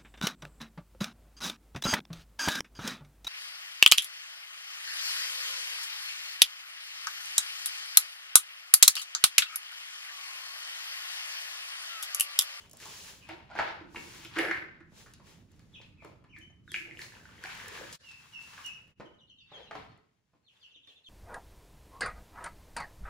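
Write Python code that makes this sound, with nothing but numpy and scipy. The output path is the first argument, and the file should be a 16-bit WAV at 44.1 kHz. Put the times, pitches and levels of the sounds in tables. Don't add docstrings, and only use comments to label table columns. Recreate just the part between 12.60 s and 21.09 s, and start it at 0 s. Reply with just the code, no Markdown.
import sys
import numpy as np
from scipy import signal
from scipy.fft import rfft, irfft, next_fast_len
from scipy.io import wavfile
from scipy.ndimage import uniform_filter1d

SR = 44100
rng = np.random.default_rng(int(sys.argv[2]) if len(sys.argv) > 2 else 0)


def dump_mix(stems):
    frames = np.atleast_2d(stems).T
    limited = np.clip(frames, -1, 1)
    pcm = np.round(limited * 32767).astype(np.int16)
    wavfile.write(sys.argv[1], SR, pcm)


def linear_from_db(decibels):
    return 10 ** (np.asarray(decibels, float) / 20)


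N = 374346
T = np.arange(N) / SR

# start_s, half_length_s, depth_db
CUTS = [
    (5.382, 0.027, -24),
    (6.347, 0.034, -16),
]
HOLLOW_HZ = 332
THUD_LEFT_DB = -7
PRESENCE_HZ = 4000


def unit(x):
    return x / np.sqrt(np.mean(x ** 2))


def curve(rows):
    s, db = np.transpose(rows)
    return linear_from_db(np.interp(T, s, db, -150, -150))


def colour(x, points):
    hz, db = np.transpose(points)
    size = next_fast_len(N, True)
    f = np.maximum(np.fft.rfftfreq(size, 1 / SR), 1)
    gain = linear_from_db(np.interp(np.log(f), np.log(hz), db))
    return unit(irfft(rfft(x, size) * gain, size)[:, :N])


def band(x, lo_hz, hi_hz):
    sos = signal.butter(2, [lo_hz, min(hi_hz, .45 * SR)], "bandpass", fs=SR, output="sos")
    return signal.sosfilt(sos, x)


def walk(rate_hz):
    k = int(SR / rate_hz)
    steps = np.repeat(rng.standard_normal(N // k + 1), k)
    return unit(uniform_filter1d(uniform_filter1d(steps, k), k)[:N])


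def grit(rate_hz, spread_db):
    where, size, sign = rng.random((3, N))
    level_db = np.minimum(-spread_db * np.log(1 - size), 9)
    return (where < rate_hz / SR) * linear_from_db(level_db) * np.sign(sign - .5)


def pair(x, wide):
    return x[0] + wide * x[1] * np.array([[1], [-1]])


def add(out, s, x):
    i = int(s * SR)
    x = x[:N - i]
    out[:, i:i + len(x)] += x


def ring(t, hz, t60_s, rise_s=0.0036):
    decay = np.exp(-np.log(1000) * t / t60_s)
    return np.sin(2 * np.pi * hz * t) * decay * (1 - np.exp(-t / rise_s))


def swells(rows, slopes, column=2):
    rise_db_per_s, fall_db_per_s, rest_db = slopes
    t = T[::32]
    power = linear_from_db(2 * rest_db)
    for row in rows:
        s, hold_s = row[:2]
        end_s = min([cut for cut, _, _ in CUTS if cut > s] + [N])
        rise_db = rise_db_per_s * np.maximum(s - t, 0)
        fall_db = fall_db_per_s * np.maximum(t - s - hold_s, 0)
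        power = power + linear_from_db(2 * (row[column] - rise_db - fall_db)) * (t < end_s)
    return np.interp(T, t, np.sqrt(power))


def shed():
    # start_s, level_db
    hum = [(0.0, -63.5), (1.87, -57.5), (2.05, -61), (5.3, -60), (5.41, -69.5), (6.07, -65.5),
           (6.88, -72.5), (7.18, -59.5), (7.3, -61), (7.45, -76.5), (7.73, -83), (8.49, -82.5)]
    # freq_hz, density_db
    spectrum = [(20, -11), (93, 4.5), (175, 1), (312, -7), (787, -39), (1180, -27), (2500, -46.5),
                (5500, -110)]
    noise = pair(colour(rng.standard_normal((2, N)), spectrum), 0.32)
    return noise * linear_from_db(0.37 * walk(11.0)) * curve(hum) * linear_from_db(np.array([[-1.5], [1.5]]))


def chicks():
    # start_s, length_s, start_hz, end_hz, level_db
    peeps = [(.0, 0.0142, 3690, 2880, -60.5), (0.6, 0.04, 3250, 2376, -59.5),
             (3.121, 0.026, 3520, 3350, -64), (3.136, 0.03, 3880, 2475, -52.5),
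             (3.366, 0.056, 2655, 1950, -63.5), (3.675, 0.084, 3070, 1722, -60),
             (3.809, 0.021, 3050, 2960, -53), (4.07, 0.0393, 3830, 3590, -62),
             (4.088, .03, 3600, 3180, -58), (5.41, 0.12, 2930, 2596, -55.5),
             (5.719, 0.066, 2996, 2570, -48), (6.025, 0.076, 3053, 2595, -49)]
    # start_s, length_s, start_hz, end_hz, level_db
    brood = [(6.442, 0.031, 3450, 2910, -62), (6.578, 0.047, 4000, 2860, -59.5),
             (6.667, 0.028, 4380, 4130, -72), (6.695, 0.019, 3380, 2745, -60),
             (6.769, 0.053, 3910, 3400, -60), (6.799, 0.015, 4960, 4450, -65.5),
             (6.791, 0.029, 3180, 2670, -58.5), (6.902, 0.067, 4000, 3150, -53.5),
             (6.989, 0.033, 3400, 2710, -77), (6.96, 0.028, 4300, 3770, -62),
             (6.995, 0.03, 5300, 4810, -74), (7.026, 0.062, 3800, 2580, -63),
             (7.064, 0.025, 4200, 3770, -59), (7.268, 0.039, 4470, 4300, -76)]
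    # start_s, length_s, start_hz, end_hz, level_db
    plunges = [
        (7.832, 0.066, 4330, 2400, -62),
        (7.994, 0.042, 4850, 3000, -69),
        (8.0, 0.05, 3610, 2550, -58),
        (8.134, 0.034, 3950, 2550, -57),
        (8.258, 0.046, 3850, 2550, -53),
        (8.275, .035, 4150, 2900, -57),
        (8.425, .03, 4250, 4000, -74),
        (8.434, 0.052, 3750, 2450, -54),
    ]
    octave_db, throat_hz, throat_width_hz = -16, 6000, 800
    droop_below_hz = 2250
    brood_lag = 18
    out = np.zeros((2, N))
    waver = 1 + .012 * walk(250)
    flutter = linear_from_db(3.5 * walk(150))
    for s, length_s, start_hz, end_hz, db in peeps + brood + plunges:
        u = np.linspace(0, 1, int(length_s * SR))
        plunging = s >= plunges[0][0]
        droops = end_hz < droop_below_hz
        if plunging:
            fall = 1 - u ** 2
        elif droops:
            fall = 1 - np.where(u < .3, 3 * (.3 - u), (u - .3) / .7) ** 1.2
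        else:
            fall = (1 - u ** 1.3) ** 2
        hz = (end_hz + (start_hz - end_hz) * fall) * np.roll(waver, -int(s * SR))[:len(u)]
        phase = 2 * np.pi * np.cumsum(hz) / SR
        throat = np.exp(-((2 * hz - throat_hz) / throat_width_hz) ** 2)
        whistle = np.sin(phase) + linear_from_db(octave_db) * throat * np.sin(2 * phase)
        envelope = np.sin(np.pi * u ** (2 if droops or plunging else 1.4)) ** .6
        add(out, s, linear_from_db(db) * envelope * whistle)
    out[0] = np.where(T > CUTS[-1][0], np.roll(out[0], brood_lag), out[0])
    return out * flutter


def brooder(birds):
    box_t60_s, far_wall_s, far_wall_db = .16, .087, -5
    t = T[:SR // 8]
    smear = rng.standard_normal((2, len(t))) * np.exp(-np.log(1000) * t / box_t60_s)
    smear = smear / np.sqrt(np.sum(smear[0] ** 2))
    boxed = linear_from_db(-5) * birds + signal.fftconvolve(birds, smear, axes=1)[:, :N]
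    returned = np.pad(boxed, ((0, 0), (int(far_wall_s * SR), 0)))[:, :N]
    return boxed + linear_from_db(far_wall_db) * returned


def handling():
    # start_s, hold_s, cloth_db, scrape_db, rumble_db
    moves = [(0.0, .01, -59, -57.5, -68.5), (.22, 0.28, -48, -51, -64.5), (.7, 0.0053, -63.5, -45, -60),
             (.98, 0.063, -61, -37.5, -52), (1.37, 0.28, -53, -53, -69.5), (1.785, 0.0057, -49, -36.5, -42),
             (1.84, 0.079, -87, -44, -80.5), (2.38, 0.035, -56, -57, -65), (2.67, 0.051, -61.5, -58, -68),
             (2.92, 0.35, -75, -71.5, -78.5), (3.44, 0.038, -71, -63.5, -63.5),
             (3.78, 0.017, -71.5, -89, -80.5), (6.41, 0.018, -78, -67.5, -69.5),
             (6.94, 0.071, -76, -56, -57.5), (7.15, 0.031, -67.5, -50, -84), (7.93, 0.14, -78, -72, -86.5),
             (8.29, 0.013, -73, -72, -78), (8.48, .02, -72.5, -101.5, -101)]
    # start_s, hold_s, spray_db, wall_patter_db, wall_rumble_db
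    surges = [(4.15, 0.0092, -52, -88, -85), (4.26, 0.21, -70, -73, -68), (4.418, 0.033, -51.5, -57, -74),
              (4.525, 0.63, -65.5, -59, -68.5), (4.854, 0.2, -53.5, -45, -75),
              (5.132, 0.052, -51, -45, -59.5), (5.244, 0.035, -56, -48, -81),
              (5.338, 0.0053, -49.5, -58, -92), (5.46, 0.29, -63.5, -58, -83),
              (5.815, 0.25, -57.5, -56, -74.5), (5.948, 0.03, -83.5, -54, -90),
              (6.162, 0.12, -78, -68.5, -77)]
    # start_s, hold_s, level_db
    gusts = [(.71, 0.011, -48.5), (1.05, 0.017, -65), (1.23, 0.22, -52.5), (1.45, 0.22, -60.5),
             (1.79, 0.014, -56), (1.9, 0.068, -42), (3.45, 0.011, -54), (3.78, 0.0059, -57),
             (4.2, 0.14, -57.5), (5.2, 0.066, -57.5), (6.41, 0.065, -56)]
    # freq_hz, density_db
    cloth_spectrum = [(1470, -33.5), (2500, -6), (5870, -4), (8730, -7), (11300, -10), (13500, -13),
                      (14900, -7), (16000, -19.5)]
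    # freq_hz, density_db
    scrape_spectrum = [(500, -31), (900, -4), (1300, -6), (1750, -4), (2300, -5.5), (3200, -8),
                       (5000, -16.5), (9000, -48)]
    # freq_hz, density_db
    rumble_spectrum = [(200, -27.5), (400, 9.5), (600, 5.5), (900, -0.5), (1300, -41.5)]
    # rise_db_per_s, fall_db_per_s, rest_db
    cloth_slopes, scrape_slopes = (308, 120, -88), (290, 99.6, -83)
    rumble_slopes, air_slopes = (1100, 75, -94), (840, 160, -100)
    noise = rng.standard_normal((8, N))
    both = moves + surges
    cloth = colour(noise[:2] + 0.23 * grit(1200, 1.7), cloth_spectrum)
    cloth = cloth * linear_from_db(0.56 * walk(25)) * swells(both, cloth_slopes)
    scrape = colour(noise[2:4] + 4 * grit(500, 3), scrape_spectrum)
    scrape = scrape * linear_from_db(2 * walk(40)) * swells(both, scrape_slopes, column=3)
    rumble = colour(noise[4:6], rumble_spectrum)
    rumble = rumble * linear_from_db(2 * walk(25)) * swells(both, rumble_slopes, column=4)
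    air = unit(band(noise[6:], HOLLOW_HZ - 20, HOLLOW_HZ + 20)) * swells(gusts, air_slopes)
    solid = linear_from_db(-2.0) * pair(cloth, 0.75) + linear_from_db(-6.0) * pair(scrape, 0.76) + pair(rumble, 0.58)
    return solid + pair(air, .5) * linear_from_db(np.array([[-10], [-1]]))


def bubbles():
    # start_s, level_db
    pour = [
        (4.07, -118),
        (4.15, -66),
        (4.8, -52),
        (4.9, -69),
        (5.35, -54),
        (5.42, -64),
        (5.75, -61),
        (5.95, -50),
        (6.1, -52.5),
        (6.3, -78),
    ]
    start_s, end_s = pour[0][0], pour[-1][0]
    out, t = np.zeros((2, N)), np.arange(1500) / SR
    for when, size, loud in rng.random((150, 3)):
        hz = 1100 * 3 ** size
        phase = 2 * np.pi * hz * t * (1 + 0.0093 * hz * t)
        bubble = np.sin(phase) * np.exp(-t * hz / 3)
        add(out, start_s + when * (end_s - start_s), linear_from_db(7 * loud - 4) * bubble)
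    return out * curve(pour)


def glugs():
    # start_s, peak_db, pitch_hz
    gulps = [
        (4.851, -37, 770),
        (5.042, -45.5, 490),
        (5.075, -44, 450),
        (5.118, -43, 423),
        (5.14, -53, 447),
        (5.212, -42.5, 487),
        (5.232, -52, 505),
    ]
    # start_s, peak_db, pitch_hz
    drops = [(3.763, -35, 2100), (3.768, -39.5, 1750), (4.2, -43, 1700), (4.372, -30.5, 2780),
             (4.538, -46, 910), (4.552, -37.5, 2680), (4.69, -41, 1340), (4.79, -40, 3060),
             (4.5215, -38, 1670), (4.568, -41, 1500), (4.6014, -42, 1600), (4.7331, -50, 1960),
             (4.781, -39, 1950), (4.8583, -24.5, 2280), (4.8744, -51, 2240), (4.8917, -30, 1520),
             (5.0594, -30, 1730), (5.1494, -45, 3250), (5.1766, -30.5, 1610), (5.0873, -33.5, 1760),
             (5.1252, -43, 1880), (5.2205, -30, 1650), (5.978, -33, 1580), (5.99, -36, 1170),
             (5.2683, -36, 1670), (5.2994, -63, 1680)]
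    out, t = np.zeros((2, N)), np.arange(SR // 10) / SR
    for rows, cycles in ((gulps, 22), (drops, 16)):
        for s, db, hz in rows:
            rising_hz = hz * (1 + 0.0022 * hz * t)
            add(out, s, linear_from_db(db) * ring(t, rising_hz, cycles / hz, rise_s=1.0 / hz))
    return out


def handle():
    # freq_hz, level_db, t60_s
    modes = [(5900, -63, .5), (7154, -62, .5), (7950, -57, .6), (9205, -54, .5), (9738, -52, .6),
             (11310, -53, .6), (15525, -53, .55)]
    start_s, caught_s = 1.787, .3
    out, t = np.zeros((2, N)), np.arange(SR // 2) / SR
    wire = 0 * t
    for hz, db, t60_s in modes:
        rattle = linear_from_db(db + 1.8 * walk(22)[:len(t)])
        wire = wire + rattle * ring(t, hz, t60_s)
    add(out, start_s, wire * np.clip((caught_s - t) / .06, 0, 1))
    return out


def taps(out, rows, walls, walls_db, span, thud_hz, thud_t60_s, chatter_s):
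    hard_shortens = 0.14
    t = np.arange(SR // 5) / SR
    half_band = max(span, 1.1)
    modes = sum((linear_from_db(g + walls_db) * ring(t, f, d) for f, g, d in walls), 0 * t)
    for s, db, hz, thud_db, tick_db in rows:
        hiss = rng.standard_normal((2, len(t)))
        chatter = np.clip(chatter_s * linear_from_db(-hard_shortens * (db + 31.5)), .001, .04)
        snap = 0.002 / chatter
        push = 22 * snap * (t == 0) + hiss[0] * np.exp(-t / chatter) * (1 - np.exp(-4 * t / chatter))
        dull = uniform_filter1d(uniform_filter1d(push, size=9, origin=-4), size=5, origin=-2)
        spot = band(push, hz / half_band, hz * half_band)
        spot = spot + 0.054 * band(push, 2300, 4800) + 0.15 * dull
        body = signal.fftconvolve(push, modes)[:len(t)]
        blow = spot + body + 0.52 * snap * ring(t, hz, 0.019, rise_s=0.00025)
        tick = unit(band(hiss[1], 3100, 13000)) * np.exp(-t / 0.0014) / 2
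        thud = linear_from_db(db + thud_db) * ring(t, thud_hz, thud_t60_s, rise_s=0.0016)
        add(out, s, linear_from_db(db) * (blow / np.abs(blow).max() + linear_from_db(tick_db) * tick))
        add(out[:1], s, linear_from_db(THUD_LEFT_DB) * thud)
        add(out[1:], s, thud)


def knocks():
    # start_s, peak_db, ring_hz, thud_db, tick_db
    vessel_taps = [(0.201, -50, 1900, -14, 12), (.2242, -47, 2620, -37, -5), (0.256, -47, 980, -11.5, 12),
                   (0.69, -41, 780, -10.5, -4), (.692, -41, 2220, -30.5, -20.5),
                   (.712, -45.5, 820, -9, -28.5), (0.901, -47.5, 770, -26, -36.5),
                   (.912, -44, 760, -26, -27.5), (0.953, -35, 834, -18.5, -22.5),
                   (0.962, -37, 1710, -25, -34), (0.9893, -21, 1640, -45.5, -24.5),
                   (.990, -25.5, 774, -42, -41.5), (0.996, -28, 805, -22, -39.5),
                   (1.0, -27, 1380, -29, -28.5), (1.002, -32.5, 2370, -38, -32.5),
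                   (1.026, -38, 2380, -39.5, -29.5), (1.014, -32, 870, -29.5, -34),
                   (1.048, -41.5, 765, -16, -40), (1.078, -35.5, 1790, -11, -31),
                   (1.211, -52.5, 340, 9, -40), (1.347, -42, 923, -22, -9.5), (1.36, -33.5, 2310, -37, -49),
                   (1.649, -40.5, 3000, -9, 3), (1.762, -33.5, 1580, -5, -22),
                   (1.769, -30, 1770, -0.5, -17), (1.783, -31.5, 1780, -12, -18),
                   (1.7869, -25.5, 2420, -30.5, -0.5), (1.791, -22.5, 1870, -27.5, -20.5),
                   (1.816, -32, 1760, -30, -19), (1.832, -35, 2150, -22.5, -30),
                   (1.85, -31, 1800, -21.5, -33.5), (1.873, -38.5, 1800, -23, -31),
                   (1.884, -29.5, 1760, -9.5, -29), (1.907, -37.5, 1770, -28, -34),
                   (1.9116, -20, 1740, -41, -38), (1.945, -37, 2150, -29.5, -51),
                   (1.97, -35, 1950, -26, -40), (2.205, -52, 1710, 1.5, -16), (2.462, -50.5, 1480, -26, -7)]
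    # start_s, peak_db, ring_hz, thud_db, tick_db
    jug_taps = [(2.321, -55.5, 416, 3, -23.5), (2.537, -48.5, 4000, -4.5, 7.5), (2.994, -61.5, 1570, 1, 8),
                (3.215, -47, 2440, -11, -15), (3.423, -51.5, 676, -9, -31), (3.448, -45, 727, -7, -4),
                (3.641, -57.5, 1180, -6, -7), (3.764, -55.5, 1870, -7, -30), (5.328, -29.5, 5600, -30, -16),
                (5.489, -47, 4240, -29.5, -16), (5.514, -44, 4730, -32, -24), (5.98, -43, 1550, -43, -22),
                (6.399, -40.5, 284, -7, -38), (6.404, -42.5, 697, -19, -38), (6.409, -45, 1160, -40, -39),
                (6.918, -47.5, 612, -16, -32), (7.733, -69.5, 620, 2, -35.5)]
    # start_s, peak_db, ring_hz, thud_db, tick_db
    soft_taps = [
        (.134, -56, 650, -12, -40),
        (1.371, -42, 266, -3.5, -40),
        (2.599, -54, 700, -10, -40),
        (2.659, -58, 277, -13, -40),
        (3.199, -56.5, 600, -4, -40),
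        (3.899, -66.5, 600, -7, -45),
        (7.749, -69, 240, -7, -40),
        (8.159, -67.5, 285, -9, -41),
    ]
    # start_s, peak_db, ring_hz, thud_db, tick_db
    splashes = [(4.078, -47.5, 1590, -19, -21), (4.118, -44, 1800, -8.5, 12),
                (4.1425, -24, 2520, -62, -26.5), (4.144, -30.5, 1730, -66, -40),
                (4.15, -29, 2310, -52.5, -32.5), (4.161, -31, 2350, -22.5, -20.5),
                (4.311, -39.5, 2220, -22.5, -33), (4.392, -36.5, 1950, -15, -5.5),
                (4.417, -38, 4380, -65, -5), (4.42, -41.5, 2300, -73, -30), (4.655, -46.5, 1570, -23, -29),
                (4.839, -34.5, 1660, -20, -4), (4.95, -46, 1930, -61, 4), (5, -39, 1860, -38, -15),
                (5.038, -45, 2040, -17, -19), (5.211, -43, 516, -38, -30)]
    # start_s, peak_db, ring_hz, thud_db, tick_db
    base_taps = [
        (7.111, -34.5, 1010, -31, -37),
        (7.112, -49, 2090, -30, -22),
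        (7.153, -36, 1010, -8, -37),
        (7.154, -50, 2300, -32, -20),
        (7.318, -62, 1946, 5.5, -24),
        (7.377, -62, 437, -29.5, -4),
        (8.274, -58, 2040, -6, -2),
    ]
    # start_s, peak_db
    ticks = [(0.096, -52), (0.1127, -44.5), (0.132, -42.5), (.17, -46), (1.638, -61), (2.9173, -60),
             (2.962, -67), (3.786, -53), (5.082, -37.5), (5.429, -76), (5.825, -52), (6.043, -52),
             (6.062, -38), (6.068, -55), (6.075, -46), (6.218, -67), (6.278, -66), (6.305, -74),
             (6.945, -79)]
    # freq_hz, level_db, t60_s
    vessel = [(766, -5, 0.033), (870, -22, 0.026), (1370, 9.5, 0.021), (1590, -9, 0.081), (1760, -5, 0.017),
              (1950, -6, 0.0044)]
    # freq_hz, level_db, t60_s
    base = [(435, 4, 0.1), (980, -23, 0.11), (1300, 29, 0.0069), (1980, 16.5, 0.014)]
    # start_s, level_db, rise_s, t60_s
    set_down = (1.787, -15, .025, .085)
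    out, t = np.zeros((2, N)), np.arange(400) / SR
    taps(out, vessel_taps, vessel, -40.0, 1.222, HOLLOW_HZ, 0.14, 0.0066)
    taps(out, jug_taps + soft_taps, [], 0, 1.77, 155.7, 0.086, 0.0057)
    taps(out, splashes, [], 0, 1.15, 358, 0.12, 0.0028)
    taps(out, base_taps, base, -44, 1.83, 290, 0.056, 0.0061)
    boom_s, boom_db, rise_s, t60_s = set_down
    boom = linear_from_db(boom_db) * ring(T[:SR // 4], HOLLOW_HZ, t60_s, rise_s=rise_s)
    add(out[:1], boom_s, linear_from_db(THUD_LEFT_DB) * boom)
    add(out[1:], boom_s, boom)
    for s, db in ticks:
        nail = unit(band(rng.standard_normal(len(t)), 5900, 15000))
        add(out, s, linear_from_db(db - 3.5) * nail * np.exp(-t / 0.003))
    return out


def echoes(x):
    # freq_hz, t60_s
    room_t60 = [(200, 0.49), (1000, 0.55), (3000, 0.5), (8000, 0.37), (16000, 0.035)]
    treble_db = -6
    t, (hz, t60_s) = np.arange(SR) / SR, np.transpose(room_t60)
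    tail = np.zeros((2, SR))
    for f in 125 * 2. ** np.arange(8):
        octave = band(rng.standard_normal((2, SR)), f / np.sqrt(2), f * np.sqrt(2))
        decay = np.exp(-np.log(1000) * t / np.interp(np.log(f), np.log(hz), t60_s))
        tail += octave * decay * linear_from_db(treble_db * (f > PRESENCE_HZ))
    tail = tail * np.clip((t - .004) / .006, 0, 1) * linear_from_db(1.5 * walk(250)[:SR])
    return signal.fftconvolve(x.mean(0, keepdims=True), unit(tail) / np.sqrt(SR), axes=1)[:, :N]


def scene():
    blows, birds, water = knocks(), chicks(), bubbles() + glugs()
    wet = echoes(linear_from_db(-1) * blows + linear_from_db(3) * birds + linear_from_db(-3) * water)
    low = band(wet, 250, 440)
    wet = wet - .7 * low + low[1] * linear_from_db(np.array([[THUD_LEFT_DB - 3], [-3]]))
    direct = linear_from_db(4) * blows + brooder(birds) + water
    return shed() + handling() + handle() + direct + wet


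def top_cut(x):
    return signal.sosfilt(signal.butter(12, 16580, fs=SR, output="sos"), x)


def record(dry):
    # freq_hz, gain_db
    ports = [(7700, 0), (8500, -2), (9400, -4), (15750, -4.5), (15900, -32), (16500, -36), (16600, -60)]
    # freq_hz, share
    shared = [(7200, 0), (7900, .75), (9500, .8), (10300, .96), (12500, .92), (14500, .96)]
    # freq_hz, half_turns
    turn = [(7300, 0), (7900, -.9), (9000, -.9), (10300, 0), (11600, 0), (12500, 1), (14200, 1), (15100, 2)]
    port_lag = 1.45
    left_presence_db = 1
    size = next_fast_len(N + 64, True)
    hz = np.fft.rfftfreq(size, 1 / SR)
    tilt = linear_from_db(left_presence_db / 2 * np.exp(-(2 * np.log((hz + 1) / PRESENCE_HZ)) ** 2))
    left, right = rfft(dry, size) * linear_from_db(np.interp(hz, *np.transpose(ports)))
    share = np.interp(hz, *np.transpose(shared))
    own = right * np.exp(-2j * np.pi * hz / SR * port_lag)
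    common = left * np.exp(1j * np.pi * np.interp(hz, *np.transpose(turn)))
    right = np.sqrt(1 - share ** 2) * own + share * common
    heard = irfft(np.array([left * tilt, right / tilt]), size)[:, :N]
    dip_db = sum(db * np.clip(1 - np.abs(T - s) / half_s, 0, 1) for s, half_s, db in CUTS)
    return top_cut(heard * linear_from_db(dip_db))


dry = scene()
out = record(dry)
dump_mix(out)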